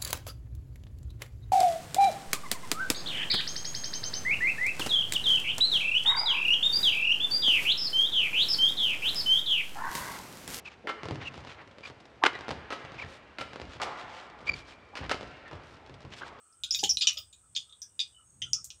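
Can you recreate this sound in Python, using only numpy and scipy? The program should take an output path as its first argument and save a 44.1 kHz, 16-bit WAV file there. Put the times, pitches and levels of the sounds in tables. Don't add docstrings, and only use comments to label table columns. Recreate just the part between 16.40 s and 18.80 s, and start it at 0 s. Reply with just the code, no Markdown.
import sys
import numpy as np
from scipy import signal
from scipy.fft import rfft, irfft
from scipy.io import wavfile
from scipy.ndimage import uniform_filter1d

SR = 44100
rng = np.random.default_rng(int(sys.argv[2]) if len(sys.argv) > 2 else 0)


def master(y):
    cut = np.clip(np.atleast_2d(y).T, -1, 1)
    pcm = np.round(cut * 32767)
    wavfile.write(sys.argv[1], SR, pcm.astype(np.int16))


N = 105840
SIZE = 16384

# t/s, crack level/dB,
# cavity f/Hz, level/dB, t60/s, second resonance f/Hz, level/dB, spray level/dB, echo gain/dB
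BURSTS = [ (0.236, -33, 3830, -38, 0.0042, 6860, -45, -51, 0),
          (0.3082, -41, 5214, -28.5, 0.012, 5430, -26.5, -53, -1),
          (0.321, -46, 5180, -41, 0.0051, 6680, -35, -61.5, 8),
          (0.339, -42, 5500, -31.5, 0.0059, 6300, -40, -60, -1),
          (0.3473, -29.5, 3725, -31.5, 0.017, 4800, -34, -54.5, -4.5),
          (0.3891, -38.5, 4900, -32, 0.0014, 5870, -34, -66.5, 7),
          (0.438, -25, 3090, -27, 0.011, 5343, -35, -46, -1.5),
          (0.4927, -43.5, 5870, -27, 0.012, 5710, -23, -51, 4),
          (0.5098, -49.5, 5410, -32.5, 0.0085, 5440, -26, -55.5, -4),
          (0.5712, -31.5, 4093, -29, 0.011, 5700, -43, -59.5, -7.5),
          (0.6095, -32.5, 3770, -30.5, 0.0035, 4870, -28.5, -68, 6),
          (.6150, -56, 4850, -31.5, 0.015, 4250, -30.5, -64, -2.5),
          (.6210, -26.5, 3400, -30.5, 0.002, 4500, -34.5, -66, 2.5),
          (0.6711, -20.5, 3026, -21, 0.016, 5716, -21.5, -49.5, -0.5),
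          (0.6768, -30.5, 4020, -56, 0.012, 4950, -41, -62.5, 23),
          (.7720, -35.5, 3550, -45.5, 0.017, 4970, -39.5, -64, 5.5),
          (0.928, -58, 3810, -59.5, 0.0071, 6990, -54.5, -74.5, 5),
          (1.1507, -43, 4320, -40, 0.0067, 5200, -45.5, -79, 8),
          (1.1636, -30, 3485, -30, 0.0035, 4920, -40.5, -62.5, -1),
          (1.2940, -66, 3600, -56.5, .015, 3900, -66.5, -85, 1.5),
          (1.325, -64.5, 3500, -54.5, 0.0096, 3700, -53, -81.5, -1.5),
          (1.4183, -54, 5760, -38.5, 0.004, 5310, -47, -59, 0.5),
          (1.5930, -35.5, 3730, -30, 0.0078, 4635, -40.5, -73.5, -1),
          (1.6022, -33.5, 3504, -27.5, 0.0073, 4810, -36, -75, -1),
          (2.02, -79, 4905, -50, .025, 1990, -50, -77.5, -6),
          (2.0185, -63.5, 3080, -30.5, 0.0084, 6100, -40.5, -80, 4.5),
          (2.1327, -40.5, 5824, -24.5, 0.0018, 5520, -27, -48.5, -4),
          (2.3039, -46, 6030, -49, 0.006, 5700, -49, -69.5, -4.5)]
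BURST_GAIN_DB, SECOND_T60_S = -2, .0077


def bursts():
    out = np.zeros(N)
    for s, crack_db, hz, db, t60, second_hz, second_db, spray_db, echo_db in BURSTS:
        pan, mist, rip = wok(echo_db), spray(echo_db), tear()
        pop = short_level(crack(rip, pan), crack_db)
        pop += short_level(through(mist, rip), spray_db)
        pop += short_level(cavity(pan, hz, t60), db)
        pop += short_level(cavity(pan, second_hz, SECOND_T60_S), second_db)
        add(out, pop, s)
    return undb(BURST_GAIN_DB) * out


def tear(t60=.004, ragged_db=-3):
    rip = undb(ragged_db) * unit(rng.standard_normal(SIZE) * fade(t60))
    rip[0] = 1
    return rip


# f/Hz, relative level/dB
CRACK_SPECTRUM = [(100, -35), (900, -31), (1600, -21.5), (2100, -14.5), (2600, -1.5), (3500, 8.5),
                  (4400, 2.5), (5500, -1), (7000, 2), (8000, -14), (9800, -22), (11000, -35.5),
                  (16000, -35.5)]


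def crack(rip, pan):
    return through(through(pan, rip), colour(CRACK_SPECTRUM))


# f/Hz, gain/dB
CAVITY_RADIATION = [(100, -33.5), (1200, -13.5), (2000, -16.5), (2600, -14), (3700, -2), (4300, -7),
                    (4900, -1.5), (6800, -3.5), (8000, 0), (11000, -6.5), (16000, -24.5)]


def cavity(pan, hz, t60, glide=.03, width_share=.32):
    radiated = through(pan, colour(CAVITY_RADIATION))
    return band(through(radiated, ring(hz, t60, glide)), hz, width_share * hz)


# f/Hz, gain/dB
WOK_MODES = [(2472, 10), (2886, -1.5), (3095, -3.5), (3388, 0.5), (3653, -5), (4351, -0.5), (4914, 0),
             (5390, 2), (5864, -2), (6800, 2.5)]


def wok(echo_db):
    return steel(space(echo_db), WOK_MODES, width_hz=33)


def steel(x, modes, width_hz, scatter_db=3.5):
    return x + sum(undb(db + scatter_db * rng.uniform(-1, 1)) * peak(x, hz, width_hz)
                   for hz, db in modes)


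# f/Hz, relative level/dB
SPRAY_SPECTRUM = [(100, -35.5), (6000, -24), (8000, -2.5), (10000, -0.5), (11200, -9.5), (13000, -14.5),
                  (14200, -6), (15200, -7), (16000, -19)]
# f/Hz, gain/dB
WOK_HIGH_MODES = [(8700, 9), (9750, 9.5), (11900, 16), (15050, 9)]


def spray(echo_db):
    mist = steel(space(echo_db - 1.5), WOK_HIGH_MODES, width_hz=71)
    return through(mist, colour(SPRAY_SPECTRUM))


# t/s, level/dB before SPIT_GAIN_DB, centre f/Hz, resonance half-width/Hz
SPIT_TICKS = [(0.126, -64.5, 5350, 400), (0.364, -49, 15400, 890), (.423, -59, 10200, 2000),
              (.585, -45.5, 9600, 496), (.732, -56.5, 12200, 683), (0.785, -46.5, 15200, 806),
              (2.021, -56.5, 8720, 1100), (2.2439, -40, 6900, 1300), (2.2447, -48, 12800, 3030),
              (2.253, -47, 7200, 1800)]
SPIT_GAIN_DB, TICK_ECHO_DB = -4, -4


def spits():
    out = np.zeros(N)
    for s, db, hz, half_width_hz in SPIT_TICKS:
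        tick = band(space(TICK_ECHO_DB), hz, 2 * half_width_hz)
        add(out, short_level(tick, db + SPIT_GAIN_DB), s)
    return out


# start t/s, end t/s, lowest f/Hz, highest f/Hz, loudest level/dB
SHOWERS = [(.35, .54, 9000, 15000, -52), (.40, .53, 3800, 7400, -42), (.58, .70, 2800, 7400, -43)]


def spatter(count=16, width_hz=1400, range_db=24):
    out = np.zeros(N)
    for start, end, low_hz, high_hz, db in SHOWERS:
        for when, softness, pitch in rng.uniform(0, 1, (count, 3)):
            tick = band(space(TICK_ECHO_DB), low_hz + (high_hz - low_hz) * pitch, width_hz)
            add(out, short_level(tick, db - softness * range_db), start + when * (end - start))
    return out


# f/Hz, level/dB, t60/s
PLOP_MODES = [(811.5, -35.5, 0.038), (418, -40, .04), (290, -42.5, 0.02), (540, -49, 0.019),
              (178, -48, 0.15), (1694, -55.5, .03)]


def plop(start_s=.4295, attack_s=.005):
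    out, echoes = np.zeros(N), space(echo_db=-9)
    swell = 1 - np.exp(-(np.arange(SIZE) / SR / attack_s) ** 2)
    for hz, db, t60 in PLOP_MODES:
        add(out, short_level(through(swell * ring(hz, t60), echoes), db), start_s)
    return out


# t/s, length/s, start f/Hz, end f/Hz, crest level/dB
WHINE_SWELLS = [(-.07, 0.38, 1255, 1390, -70.5), (.2, 0.17, 1400, 1513, -68),
                (.63, 0.14, 1256, 1210, -58.5), (.75, 0.11, 1262, 1254, -64.5),
                (.75, 0.08, 617, 596, -64.5), (1.025, 0.09, 1306, 1295, -72.5),
                (1.265, 0.12, 1290, 1240, -71), (1.41, 0.087, 1664, 1645, -74),
                (1.775, 0.091, 1370, 1262, -68), (2.045, 0.069, 1436, 1366, -61.5),
                (2.155, 0.073, 1295, 1270, -60)]


def whine():
    return wavering_tones(WHINE_SWELLS, flutter_hz=330, rough=.75)


# t/s, length/s, start f/Hz, end f/Hz, crest level/dB
SIZZLE_WHISTLES = [(1.724, 0.135, 3020, 2920, -59.5), (1.84, .2, 6530, 6720, -67),
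                   (1.97, .6, 6700, 6750, -64.5)]


def whistles():
    return wavering_tones(SIZZLE_WHISTLES, flutter_hz=220, rough=.61)


def wavering_tones(rows, flutter_hz, rough):
    t, out = np.arange(N) / SR, np.zeros(N)
    for s, length, start_hz, end_hz, db in rows:
        progress = np.clip((t - s) / length, 0, 1)
        phase = 2 * np.pi * np.cumsum(start_hz + (end_hz - start_hz) * progress) / SR
        tone = (1 + rough * walk(flutter_hz)) * np.sin(phase)
        tone += rough * walk(flutter_hz) * np.cos(phase)
        swell = np.sin(np.pi * progress ** .65) ** 1.5
        out += level(tone, db) * swell
    return out


# t/s, deep band level/dB, upper band level/dB
STOVE_LEVELS = [(0, -93, -83), (.29, -60, -101), (.39, -67.5, -60.5), (.55, -53.5, -71.5),
                (.68, -82.5, -67.5), (.81, -60.5, -72), (0.901, -71, -87.5), (1.179, -73.5, -67),
                (1.299, -76, -80.5), (1.55, -78, -76), (1.861, -70, -73.5), (2.041, -74, -56),
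                (2.181, -66, -61.5), (2.4, -68, -84)]


def stove():
    t, out = np.arange(N) / SR, np.zeros(N)
    s, deep_db, upper_db = np.array(STOVE_LEVELS).T
    for hz, width_hz, db in (73, 42, deep_db), (109, 91, upper_db):
        out += level(band(rng.standard_normal(N), hz, width_hz), np.interp(t, s, db))
    return out


# f/Hz, relative level/dB
HISS_SPECTRUM = [(150, -13), (300, -6.5), (700, -10.5), (1300, -8.5), (2000, -17.5), (4500, -25.5),
                 (6000, -14.5), (7400, -6.5), (7900, 1), (8520, 9), (8900, -14), (10300, -9.5),
                 (11200, -27.5), (16000, -25)]


def hiss():
    air = level(through(rng.standard_normal(N), colour(HISS_SPECTRUM)), db=-64.5)
    air *= undb(.2 * walk(rate_hz=35))
    return air + level(band(rng.standard_normal(N), hz=8860, width_hz=47), db=-77.5)


def simmer(width_hz=160, flicker_db=4):
    out = np.zeros(N)
    for hz, _ in WOK_MODES:
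        mode = band(rng.standard_normal(N), hz, width_hz)
        out += mode * undb(flicker_db * walk(rate_hz=8)) / hz
    return level(out, db=-84)


def space(echo_db, first_echo_s=.0016):
    late = np.arange(SIZE) / SR > first_echo_s
    bowl, room = rng.standard_normal((2, SIZE)) * late
    bowl = undb(3.5) * unit(bowl * fade(t60=.092))
    room = undb(-.5) * unit(room * fade(t60=.19))
    response = undb(echo_db) * (bowl + room)
    response[0] = 1
    return response


def undb(db):
    return 10 ** (np.asarray(db) / 20)


def unit(x):
    return x / np.sqrt(np.sum(x ** 2) + 1e-20)


def level(x, db):
    return unit(x) * np.sqrt(len(x)) * undb(db)


def short_level(x, db):
    return unit(x) * np.sqrt(SR / 50) * undb(db)


def add(out, x, s):
    i = int(round(s * SR))
    x, i = x[max(-i, 0):], max(i, 0)
    out[i:i + len(x)] += x[:max(len(out) - i, 0)]


def through(x, response):
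    return signal.fftconvolve(x, response)[:len(x)]


def fade(t60):
    return np.exp(-np.log(1000) * np.arange(SIZE) / SR / max(t60, 1e-4))


def ring(hz, t60, glide=0):
    decay = fade(t60)
    pitch_hz = hz * (1 + glide * (.5 - decay))
    return decay * np.sin(2 * np.pi * np.cumsum(pitch_hz) / SR)


def colour(points, size=2048):
    hz, db = np.array(points, float).T
    bins_hz = np.fft.rfftfreq(size, 1 / SR) + 1
    gain = undb(np.interp(np.log(bins_hz), np.log(hz), db))
    cepstrum = irfft(np.log(gain))
    cepstrum[1:size // 2] *= 2
    cepstrum[size // 2 + 1:] = 0
    return irfft(np.exp(rfft(cepstrum)))


def peak(x, hz, width_hz):
    return signal.lfilter(*signal.iirpeak(min(hz, 20000), hz / width_hz, fs=SR), x)


def band(x, hz, width_hz):
    return peak(peak(x, hz, width_hz), hz, width_hz)


def walk(rate_hz):
    hold = max(int(SR / rate_hz), 1)
    steps = rng.standard_normal(N)[np.arange(N) // hold]
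    return level(uniform_filter1d(uniform_filter1d(steps, hold), hold), 0)


def scene():
    tones = whine() + whistles()
    oil = bursts() + spits() + spatter() + plop()
    return (oil + tones + hiss() + stove() + simmer())[None]


def record(dry, top_hz=15500):
    return signal.sosfilt(signal.ellip(8, .2, 70, top_hz, fs=SR, output="sos"), dry)


dry = scene()
out = record(dry)
master(out)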